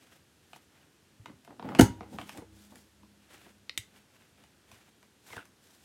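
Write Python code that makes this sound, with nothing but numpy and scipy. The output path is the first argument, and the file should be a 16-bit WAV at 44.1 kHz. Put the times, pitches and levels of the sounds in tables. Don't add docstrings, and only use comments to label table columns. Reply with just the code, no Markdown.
import sys
import numpy as np
from scipy import signal
from scipy.fft import rfft, irfft, next_fast_len
from scipy.io import wavfile
from scipy.ndimage import uniform_filter1d

SR = 44100
rng = np.random.default_rng(int(sys.argv[2]) if len(sys.argv) > 2 else 0)


def pcm_store(signal):
    levels = np.round(np.clip(np.atleast_2d(signal), -1, 1) * 32767)
    wavfile.write(sys.argv[1], SR, levels.astype(np.int16).T)


N = 257588
TIME = np.arange(N) / SR
TOP_HZ = 15900

# (t/s, base level/dB, plastic shell level/dB, steel level/dB, crack level/dB, crack t60/s)
SNAP_STAGES = [(1.788, -42.5, -27, -58.5, -30.5, 0.013), (1.7917, 0.5, -23.5, -50, -30, 0.0043),
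               (1.7928, -37.5, -18, -38, -20, .014), (1.7959, -38.5, -12.5, -33.5, -15.5, .008),
               (1.7967, -7, -25.5, -42, -22.5, 0.009), (1.8097, -43, -33.5, -30.5, -14.5, 0.015),
               (1.8109, -11, -25.5, -24.5, -18.5, 0.014), (1.8144, -16.5, -31.5, -36, -26, 0.018)]
# (f/Hz, level/dB, t60/s)
BASE_MODES = [(163.6, -13.5, 0.11), (192.5, -8, .15), (192.65, -6.5, 0.17), (254, -6, 0.11),
              (322.7, -5, 0.1), (392.3, -19, 0.14), (494, -15, 0.13), (470, -23, 0.054)]
SHELL_MODES = [(694, -0.5, 0.039), (960, -5.5, 0.015), (1384, -4.5, 0.039), (1502, -7, .05),
               (1770, -6, 0.072), (2150, -6.5, .025), (2956, -3.5, 0.026), (3160, -11.5, .03),
               (4450, -13, 0.018)]
STEEL_MODES = [(538, -3.5, 0.1), (788, -3, .1), (835, -5.5, 0.13), (905, -2, 0.061), (950, -16, .42),
               (1082, -15.5, 0.21), (1460, -6.5, 0.066), (1553, -10.5, .09), (2150, -16, .1),
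               (3920, -4, 0.052), (3910, -10.5, 0.05), (6331.5, -1, 0.036), (6481, -12, .08),
               (6940, -14, .09), (6600, -11, 0.028)]
TABLE_MODES = [(71.5, -27, .24), (75, -20, 0.06), (106.4, 2.5, 0.079), (120.79, -7, 0.038)]
# (t/s, level/dB)
TABLE_THUMPS = [(1.197, -42.5), (1.2158, -52), (1.8058, -16.5), (1.8229, -8.5), (1.8983, -29.5),
                (2.133, -64), (2.19, -43.5), (2.385, -41.5), (3.788, -40), (4.727, -52.5), (5.31, -51),
                (5.366, -42.5)]
# (f/Hz, level per Hz/dB)
CRACK_SPECTRUM = [(300, -10), (700, 4.5), (1300, 0), (2000, 2), (3000, -1.5), (3900, 0.5), (5000, -3),
                  (6500, 0), (8000, -1), (10500, -2.5), (13500, -9), (16000, -13)]
# (f/Hz, level/dB, t60/s)
AFTER_MODES = [(69, -59.5, 6.2), (99, -55.5, 4.8), (320, -55.5, 3.3)]
HUM_HZ, BEAT_HZ = 204.2, 2.27

# (start t/s, hold/s, groan level/dB, crackle level/dB)
CREAK_EVENTS = [(1.284, 0.036, -51, -71), (1.51, .015, -56.5, -61), (1.54, .08, -59, -70.5),
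                (1.651, 0.11, -40, -47), (1.838, 0.017, -37, -44.5), (1.92, .03, -50.5, -60.5),
                (1.98, 0.11, -59.5, -64), (2.141, 0.0066, -41, -53), (2.197, 0.013, -44.5, -53),
                (2.363, .015, -49, -53.5), (2.722, 0.053, -63, -68)]
CREAK_ATTACK_S, CREAK_RELEASE_S = 0.022, 0.037
# (f/Hz, level per Hz/dB)
GROAN_SPECTRUM = [(55, -16.5), (100, -9), (140, -4.5), (190, -3.5), (275, 1), (380, -11.5), (520, -17),
                  (900, -50)]
CRACKLE_SPECTRUM = [(300, -21), (450, -1.5), (580, 3.5), (680, -4), (830, 6.5), (1050, -11), (1500, -10),
                    (2200, -16.5), (3800, -24), (5500, -46)]

# (t/s, corner level/dB, guide level/dB, crack level/dB, crack t60/s)
SEATING_CONTACTS = [(3.695, -26, -73, -52, 0.0066), (3.6964, -34.5, -73.5, -57.5, .008),
                    (3.6966, -32.5, -74.5, -57, 0.013), (3.7759, -59.5, -54, -30.5, 0.011),
                    (3.776, -23.5, -43, -24, 0.02)]
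# (f/Hz, level/dB, t60/s)
CORNER_MODES = [(509, -25, 0.0258), (1020, -16, 0.011), (1900, -6, 0.013), (2150, 1, 0.006),
                (2800, 2.5, 0.0038), (3550, 0, 0.0041), (4117, 0, 0.008), (4200, -38.5, 0.071),
                (4640, -8, 0.0052), (5700, -17.5, 0.0087)]
GUIDE_MODES = [(333, -3, 0.04), (2780, 5.5, 0.046), (3110, 21.5, 0.0058), (3700, 18, 0.019),
               (3450, -4.5, 0.11), (3450, -2, 0.097), (3620, -12, .09), (3690, 2, 0.14), (7000, 0.5, 0.071),
               (7900, -1.5, 0.11), (8500, -8.5, .06), (9000, -8, 0.098)]

# (t/s, level/dB, tilt/dB per octave)
LEVER_TICK_EVENTS = [(0.5323, -50, 4), (0.5613, -55, 0), (1.2584, -47.5, 4), (1.297, -59, -4),
                     (1.4762, -53.5, -3), (1.4928, -59, -5), (1.5059, -54, -5.5), (1.5957, -44, -2.5),
                     (1.626, -45, -3.5), (1.654, -48, -10), (1.689, -42.5, 1), (1.72, -44.5, -5.5),
                     (1.7498, -38, 4.5), (2.0075, -42, -4), (2.0309, -52.5, -3), (2.1862, -39, 1.6),
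                     (2.214, -47.5, 5), (2.293, -48, 8)]
# (t/s, level/dB, tilt/dB per octave)
CARD_TAP_EVENTS = [(1.4484, -65, 3), (2.3741, -58.5, 4), (2.3816, -50, -6), (2.42, -58.5, -12),
                   (2.7217, -60.5, -7.5), (2.7567, -61.5, 3.5), (3.0313, -61.5, -6.5), (3.464, -59, -5),
                   (4.438, -65.5, 2), (4.7154, -59, 2), (5.0283, -62.5, 0.5), (5.3039, -55.5, -1.5),
                   (5.3316, -49, -1.5), (5.3661, -45, -1), (5.4536, -66, 3.5)]
# (low f/Hz, high f/Hz)
KNOCK_BANDS = [(170, 450), (640, 1120), (1250, 3200), (4000, 11000)]
# (relative level/dB, t60/s)
LEVER_ANSWER = [(-9.5, .081), (0.5, 0.022), (-6.5, .014), (-28.5, .01)]
CARD_ANSWER = [(-7, 0.092), (0.06, 0.036), (-1, 0.016), (-7.5, 0.015)]
TILT_PIVOT_HZ = 850

# lined up, drawn out, turned, fed in, nudged, let go, smoothed
# (start t/s, hold/s, rub level/dB, hiss level/dB), both levels before trim and flutter
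CARD_STROKES = [(0, .13, -64, -69.5), (0.544, 0.032, -66.5, -67.5), (0.771, .06, -64, -75),
                (2.15, 0.089, -63, -62), (2.276, 0.087, -61, -62), (2.613, 0.034, -64.5, -62.5),
                (2.77, .03, -66, -62.5), (3.307, 0.18, -59, -65), (3.95, 0.0222, -63, -69.5),
                (4.16, 0.076, -63, -71.5), (4.425, 0.028, -63, -73.5), (4.73, 0.12, -62.5, -68),
                (5.292, 0.053, -53, -53.5), (5.387, 0.033, -51.5, -66), (5.683, .16, -67.5, -65.5)]
STROKE_ATTACK_S, STROKE_RELEASE_S, STROKE_REF_DB, BRISK_DB = 0.054, 0.041, -60.5, 8
# (f/Hz, level per Hz/dB)
RUB_SPECTRUM = [(70, -16.5), (140, 0), (280, 0), (520, -1.5), (850, -1.5), (1150, -5.5), (1500, -0.5),
                (2100, -4), (2900, -3.5), (3800, -11), (6000, -30.5)]
HISS_SPECTRUM = [(2000, -33.5), (3400, 0), (4200, -2.5), (5100, -2), (6400, -3), (8000, -2.5), (9500, -5.5),
                 (11000, -5), (13600, -8.5), (15500, -13)]
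# (t/s, f/Hz, level/dB)
SCRAPE_GLIDE = [(5.29, 2397, -73), (5.336, 2070, -48.5), (5.356, 1880, -76), (5.376, 1578, -41),
                (5.39, 1470, -48), (5.405, 1506, -55), (5.44, 1440, -78)]

# (lower edge f/Hz, level/dB, t60/s)
ROOM_BANDS = [(60, -22.5, .4), (400, -10.5, 0.097), (1120, -7, .22), (4000, -6, .21), (8956, -4, 0.15)]
# (f/Hz, level per Hz/dB)
HUSH_SPECTRUM = [(18, -40), (30, -15.5), (77, 1), (156, -1), (208, -1), (307, -1.5), (639, -10.5),
                 (1110, -13.5), (1720, -11.5), (2130, -15), (2830, -13.5), (4910, -17), (8720, -19.5),
                 (13600, -25.5), (15500, -34.5)]


def punch(crack, clang_db=-9, clang_t60=0.09):
    out = np.zeros(N)
    base, shell = ring(BASE_MODES), ring(SHELL_MODES)
    steel, table = ring(STEEL_MODES), ring(TABLE_MODES)
    for s, base_db, shell_db, steel_db, crack_db, crack_t60 in SNAP_STAGES:
        die = steel + undb(clang_db) * burst(crack, clang_t60)
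        body = undb(base_db) * base + undb(shell_db) * shell + undb(steel_db) * die
        add(out, s, body + undb(crack_db) * burst(crack, crack_t60))
    for s, db in TABLE_THUMPS:
        add(out, s, undb(db) * table)
    return out


def spring(db=-55, t60=0.58):
    out = np.zeros(N)
    shimmer = unit(band(rng.standard_normal(N), 900, 3800))
    add(out, SNAP_STAGES[-1][0], undb(db) * burst(shimmer, t60))
    return out


def after_ring(hum_db=-51, hum_t60=7.5):
    t = np.maximum(TIME - SNAP_STAGES[1][0], 0)
    beat = np.cos(np.pi * BEAT_HZ * t)
    hum = undb(hum_db - 60 * t / hum_t60) * np.sin(2 * np.pi * HUM_HZ * t) * beat
    table = np.zeros(N)
    for hz, db, t60 in AFTER_MODES:
        decay = np.exp(-np.log(1000) * t / t60)
        table += undb(db) * decay * np.sin(2 * np.pi * hz * t)
    return hum + table * flutter(per_s=7.5, depth_db=6.5)


def creak():
    groan_gain = crackle_gain = 0
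    for s, hold, groan_db, crackle_db in CREAK_EVENTS:
        load = swell(s, hold, CREAK_ATTACK_S, CREAK_RELEASE_S)
        groan_gain = np.maximum(groan_gain, undb(groan_db) * load)
        crackle_gain = np.maximum(crackle_gain, undb(crackle_db) * load)
    groan = colour(slips(per_s=2300, spread_db=2), GROAN_SPECTRUM)
    hinge = slips(per_s=960, spread_db=0.5) + 0.44 * rng.standard_normal(N)
    crackle = colour(hinge, CRACKLE_SPECTRUM)
    return groan * groan_gain + crackle * crackle_gain


def seating(crack, low_hz=1300):
    out, corner, guide = np.zeros(N), ring(CORNER_MODES), ring(GUIDE_MODES)
    edge = band(crack, low_hz, TOP_HZ)
    for s, corner_db, guide_db, crack_db, crack_t60 in SEATING_CONTACTS:
        modes = undb(corner_db) * corner + undb(guide_db) * guide
        add(out, s, modes + undb(crack_db) * burst(edge, crack_t60))
    return out


def taps(events, answer):
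    out = np.zeros(N)
    head = int(0.008 * SR)
    for (lo, hi), (band_db, t60) in zip(KNOCK_BANDS, answer):
        shape = fade(t60)[:SR // 10]
        octaves = np.log2(np.sqrt(lo * hi) / TILT_PIVOT_HZ)
        noise = rng.standard_normal((len(events), len(shape)))
        knocks = band(noise * shape, lo, hi)
        for (s, db, tilt), knock in zip(events, knocks):
            gain = undb(db + band_db + tilt * octaves)
            add(out, s, gain * knock / np.std(knock[:head]))
    return out


def card(rub_trim_db=-2.0, hiss_trim_db=-0.99):
    rub_gain = hiss_gain = 0
    for s, hold, rub_db, hiss_db in CARD_STROKES:
        slowness = 2 ** ((STROKE_REF_DB - max(rub_db, hiss_db)) / BRISK_DB)
        speed = swell(s, hold, STROKE_ATTACK_S * slowness, STROKE_RELEASE_S * slowness)
        rub_gain = np.maximum(rub_gain, undb(rub_db + rub_trim_db) * speed)
        hiss_gain = np.maximum(hiss_gain, undb(hiss_db + hiss_trim_db) * speed)
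    rub = colour(slips(per_s=9000, spread_db=2.0), RUB_SPECTRUM) * rub_gain
    hiss = colour(slips(per_s=20000, spread_db=4.0), HISS_SPECTRUM) * hiss_gain
    return (rub + hiss) * flutter(per_s=55, depth_db=4.0)


def scrape(width_hz=110):
    s, hz, db = np.transpose(SCRAPE_GLIDE)
    turn = np.exp(2j * np.pi * np.cumsum(np.interp(TIME, s, hz)) / SR)
    lowpass = signal.butter(2, width_hz, fs=SR, output="sos")
    held = signal.sosfilt(lowpass, slips(per_s=540, spread_db=3.5) / turn)
    return unit((held * turn).real) * np.interp(TIME, s, undb(db), 0, 0)


def room(x, build_s=0.0018):
    edges = [row[0] for row in ROOM_BANDS] + [TOP_HZ]
    echo = 0
    for (lo, db, t60), hi in zip(ROOM_BANDS, edges[1:]):
        tail = burst(band(rng.standard_normal(N), lo, hi), t60)
        tail = tail * (1 - np.exp(-(TIME[:len(tail)] / build_s) ** 2))
        echo = echo + undb(db) * tail / np.sqrt(np.sum(fade(t60) ** 2))
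    return signal.fftconvolve(x, echo)[:N]


def hush(db=-65):
    return undb(db) * colour(rng.standard_normal(N), HUSH_SPECTRUM)


def ring(modes):
    t = TIME[:SR // 2]
    out = np.zeros(len(t))
    for k, (hz, db, t60) in enumerate(modes):
        out += (-1) ** k * undb(db) * fade(t60) * np.sin(2 * np.pi * hz * t)
    return out


def burst(noise, t60):
    shape = fade(t60)
    start = rng.integers(N - len(shape))
    piece = noise[start:start + len(shape)]
    struck = rfft(piece * shape)
    wanted = uniform_filter1d(np.abs(rfft(piece)), size=61) + 1e-9
    got = uniform_filter1d(np.abs(struck), size=61) + 1e-9
    evened = irfft(struck * wanted / got)
    return evened * (TIME[:len(shape)] < 0.4) * np.sqrt(np.mean(shape ** 2))


def slips(per_s, spread_db):
    moments = rng.random(N) < per_s / SR
    sizes = rng.standard_normal(N) * undb(spread_db * rng.standard_normal(N))
    return unit(moments * sizes)


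def swell(start, hold, attack, release):
    rise = np.minimum(TIME - start, 0) / attack
    fall = np.maximum(TIME - start - hold, 0) / release
    return np.exp(rise - fall)


def flutter(per_s, depth_db):
    knots = np.arange(int(N / SR * per_s) + 2) / per_s
    return undb(depth_db * np.interp(TIME, knots, rng.standard_normal(len(knots))))


def colour(x, spectrum):
    hz, db = np.transpose(spectrum)
    size = next_fast_len(N, real=True)
    bins = np.maximum(np.arange(size // 2 + 1) * SR / size, 1)
    gain = undb(np.interp(np.log(bins), np.log(hz), db))
    return unit(irfft(rfft(x, size) * gain, size)[:N])


def band(x, lo_hz, hi_hz):
    sos = signal.butter(2, [lo_hz, min(hi_hz, TOP_HZ)], "band", fs=SR, output="sos")
    return signal.sosfilt(sos, x)


def fade(t60):
    return np.exp(-np.log(1000) * TIME[:SR // 2] / t60)


def undb(db):
    return 10 ** (np.asarray(db) / 20)


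def unit(x):
    return x / np.sqrt(np.mean(x ** 2))


def add(out, s, sound):
    i = int(round(s * SR))
    out[i:i + len(sound)] += sound[:N - i]


def scene(click_echo_db=-5, tap_echo_db=3.5):
    crack = colour(rng.standard_normal(N), CRACK_SPECTRUM)
    snap, clicks = punch(crack), seating(crack)
    knocks = taps(LEVER_TICK_EVENTS, LEVER_ANSWER) + taps(CARD_TAP_EVENTS, CARD_ANSWER)
    echo = room(snap + undb(click_echo_db) * clicks + undb(tap_echo_db) * knocks)
    struck = snap + clicks + knocks + echo
    rubbed = creak() + card() + scrape()
    return (struck + rubbed + spring() + after_ring() + hush())[None]


def record(dry):
    bass_cut = signal.butter(4, 52, "high", fs=SR, output="sos")
    top_cut = signal.ellip(10, 0.2, 80, TOP_HZ, fs=SR, output="sos")
    return signal.sosfilt(top_cut, signal.sosfilt(bass_cut, dry))


dry = scene()
out = record(dry)
pcm_store(out)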